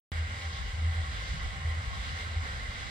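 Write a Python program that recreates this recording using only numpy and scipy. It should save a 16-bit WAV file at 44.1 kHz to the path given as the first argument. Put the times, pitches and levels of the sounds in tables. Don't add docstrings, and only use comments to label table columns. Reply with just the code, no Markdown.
import sys
import numpy as np
from scipy import signal
from scipy.fft import rfft, irfft, next_fast_len
from scipy.io import wavfile
from scipy.ndimage import uniform_filter1d

SR = 44100
rng = np.random.default_rng(int(sys.argv[2]) if len(sys.argv) > 2 else 0)


def natural_amplitude(level_db):
    exponent = np.asarray(level_db, float) / 20
    return 10 ** exponent


def unload_wav(signal):
    wavfile.write(
        sys.argv[1],
        SR,
        np.round(np.clip(np.atleast_2d(signal).T, -1, 1) * 32767).astype(np.int16),
    )


N = 127890
M = next_fast_len(N)
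F = np.maximum(np.arange(M // 2 + 1) * SR / M, 1.)
T = np.arange(N) / SR
START_S = .11795
TURN_S = .762


def read(table, hz):
    a = np.array(table)
    return np.interp(np.log(hz), np.log(a[:, 0]), a[:, 1])


def walk(rate):
    hold = int(SR / rate)
    steps = np.repeat(rng.standard_normal(N // 400 + 1), hold)[:N + hold]
    return 1.37 * uniform_filter1d(uniform_filter1d(steps, hold), hold)[:N]


def level(x, db):
    return x * natural_amplitude(db) / np.sqrt(np.mean(x ** 2))


def turn(at_s, period_s, sharp):
    return np.exp(sharp * (np.cos(2 * np.pi * (T - at_s) / period_s) - 1))


def air():
    # frequency in Hz, likeness of the ports 0-1
    alike = [(45, .93), (100, .76), (300, .7), (550, .76), (1200, .78), (2100, .78), (2700, .35),
             (9000, .42)]
    coherence = np.clip(read(alike, F), 0, 1)
    common, left, right = (rfft(rng.standard_normal(M)) for _ in range(3))
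    shared = np.sqrt(coherence) * common
    own = np.sqrt(1 - coherence)
    return np.array([shared + own * left, shared + own * right])


def rush(table, db, shared_db, flicker_db, rate):
    low_hz, high_hz = table[0][0], table[-1][0]
    noise = air() * natural_amplitude(read(table, F)) * (F > low_hz / 2) * (F < high_hz * 2)
    out = 0
    for hz in low_hz * 2 ** np.arange(-.5, np.log2(high_hz / low_hz) + .75, .5):
        band = np.cos(np.pi * np.clip(np.log2(F / hz), -.5, .5))
        out = out + irfft(noise * band, M)[:, :N] * natural_amplitude(flicker_db * walk(rate) + shared_db(hz))
    return level(out, db)


def swells(table, rough_db):
    size = [natural_amplitude(db) * np.exp(-((T - at) / half) ** 2) for at, half, hz, db in table]
    weighted_hz = sum((s + 1e-9) * row[2] for s, row in zip(size, table))
    hz = weighted_hz / (sum(size) + 1e-9 * len(table))
    phase = 2 * np.pi * np.cumsum(hz * (T > START_S)) / SR
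    return np.sqrt(2) * sum(size) * natural_amplitude(rough_db * walk(17)), phase


def boom():
    # centre in s, half length in s, pitch in Hz, level in dB
    frame_swells = [(.18, 0.13, 80.1, -31), (.48, 0.044, 79.6, -34.5), (.79, 0.068, 80.4, -32.5),
                    (.89, 0.056, 81.5, -32), (1.0, 0.044, 81.4, -31), (1.3, .05, 80.8, -44),
                    (1.69, 0.074, 80, -29.5), (1.79, 0.023, 78.9, -36.5), (2.15, 0.045, 81.05, -40.5),
                    (2.27, 0.031, 79.76, -38), (2.36, .055, 80.7, -31.5), (2.67, 0.076, 80.5, -39)]
    size, phase = swells(frame_swells, -2)
    skew = natural_amplitude(-34) * walk(9.2) * np.array([[1], [-1]])
    return size * np.cos(phase + 3.64 - np.pi + skew)


def wind_rumble():
    # frequency in Hz, level in dB per Hz
    wind_colour = [(20, -25), (41, -2.5), (60, -1.5), (82, -2), (110, -7.5), (200, -20.5), (330, -32.5),
                   (500, -49.5)]
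    # time in s, gust in dB
    gusts = [(.12, -1.5), (.5, -2.5), (.65, 6.5), (.85, -7), (1.02, -1), (1.22, 2), (1.45, 5.5),
             (1.65, -0.5), (1.87, 2), (2.1, 1.5), (2.3, 2.5), (2.55, 1), (2.75, 5), (2.9, -7.5)]
    gust_db = np.interp(T, *np.array(gusts).T)
    return rush(wind_colour, -38.5, lambda hz: gust_db * min(55 / hz, 1) ** 2, 2.96, 14)


def sheave_roar(joint, shake):
    # frequency in Hz, level in dB per Hz
    roll_colour = [(200, -10.5), (370, -15), (550, -6.5), (950, -7.5), (1400, 0.5), (2000, 1.5),
                   (2600, -9.5), (4500, -32)]
    swell_db = 1.2 * joint + .8 * shake + .3 * T
    return rush(roll_colour, -44.5, lambda hz: swell_db, 1.2, 22)


def buffet(x):
    top_hz, puff_db = 600, 4.5
    side = (x[0] - x[1]) / 2
    low = irfft(rfft(side, M) / (1 + (F / top_hz) ** 4), M)[:N]
    puffs = natural_amplitude(puff_db * walk(27.02))
    gain = puffs / np.sqrt(np.mean(puffs ** 2))
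    return x + low * (gain - 1) * np.array([[1], [-1]])


def steel(joint):
    # frequency in Hz, width in Hz, level in dB
    modes = [(470, 100, -65.5), (563, 78, -67), (777.8, 32, -60), (1085, 73, -55.5), (1568, 49, -53),
             (1760, 40, -70), (1990, 32, -58), (2081, 9.2, -57.5), (2215, 170, -55.5), (2860, 250, -55.5),
             (3190, 91, -60.5), (3950, 89, -75), (7480, 390, -70)]
    # centre in s, half length in s, pitch in Hz, level in dB
    beam_rings = [(.32, .02, 1085, -54), (.44, .02, 1082, -51.5), (.58, .02, 1112, -53.5),
                  (.665, .008, 390, -55.5), (1.07, .025, 1117, -53.5), (1.2, .025, 1105, -53),
                  (1.41, 0.03, 1092, -59.5), (1.57, .02, 1085, -57.5), (1.69, .024, 474.5, -55.5),
                  (1.81, 0.011, 1074, -49), (1.955, 0.0303, 1103, -52), (2.17, 0.016, 1098, -55),
                  (2.72, .02, 1101, -51), (2.83, 0.015, 1124, -63)]
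    noise, out = air(), 0
    for hz, width, db in modes:
        resonance = 1 / (1 + ((F ** 2 - hz ** 2) / (F * width)) ** 2)
        ring = np.fft.ifft(noise * resonance, M)[:, :N]
        waver = np.exp(2j * np.pi * np.cumsum(.008 * hz * walk(11)) / SR)
        out = out + level((ring * waver).real * natural_amplitude(1.3 * walk(9) + 2.5 * joint), db)
    size, phase = swells(beam_rings, 4.1)
    return out + size * np.sin(phase + .7 * walk(70))


def joint_fizz(joint, scrub, shake):
    # frequency in Hz, level in dB per Hz
    rasp_colour = [(4000, -13), (6700, -9), (7600, 5), (8500, 0.5), (10300, -20.5), (12000, -19.5),
                   (15500, -27.5), (17000, -26)]

    def swell_db(hz):
        return (0.9 + 3.0 * (hz > 9500)) * joint + 1.3 * scrub + 0.74 * shake

    return rush(rasp_colour, -57.5, swell_db, 1.0, 55)


def rope_scrub(joint, scrub, shake):
    # frequency in Hz, level in dB per Hz
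    scrub_colour = [(1500, -17), (2500, -9), (3300, -2.5), (4500, -7.5), (5500, -11), (6600, -11.5),
                    (8000, -44.5), (9500, -39)]
    swell_db = 6.5 * scrub + 1.5 * joint + .9 * shake
    return rush(scrub_colour, -48.5, lambda hz: swell_db, .8, 25)


def scene():
    joint = turn(.175, TURN_S / 3, 4.2)
    scrub = turn(.555, TURN_S, 0.55)
    shake = walk(19)
    low = buffet(wind_rumble() + sheave_roar(joint, shake))
    ringing = boom() + steel(joint)
    return low + ringing + joint_fizz(joint, scrub, shake) + rope_scrub(joint, scrub, shake)


def low_pass(x):
    return signal.sosfilt(signal.butter(12, 16570, fs=SR, output="sos"), x)


def record(dry):
    # frequency in Hz, gain in dB
    left_colour = [(900, 0.02), (1150, 1), (2050, -2.5), (2800, 2.5), (4100, -4.5), (5100, 2.34),
                   (6600, -2), (12000, -.5)]
    right_colour = [(900, 0), (1150, -0.5), (2050, 3.5), (2700, -6), (4100, 5.5), (5300, -2.5), (6600, 0),
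                    (12000, 0)]
    # frequency in Hz, phase lag in radians
    left_lag = [(0, 0), (600, .5), (1800, 3.8), (2050, 6.4), (2600, 8), (3000, 12.3), (4400, 11.3),
                (6000, 15.6), (9300, 15.9), (10500, 17.7)]
    lag = np.exp(-1j * np.interp(F, *np.array(left_lag).T))
    ports = np.array([natural_amplitude(read(left_colour, F)) * lag, natural_amplitude(read(right_colour, F))])
    wet = irfft(rfft(dry, M) * ports, M)[:, :N]
    wet = wet * np.clip((T - START_S) / 3e-5, 0, 1)
    mix = irfft(rfft(wet, M) * (F < 15730), M)[:, :N]
    return low_pass(mix)


dry = scene()
out = record(dry)
unload_wav(out)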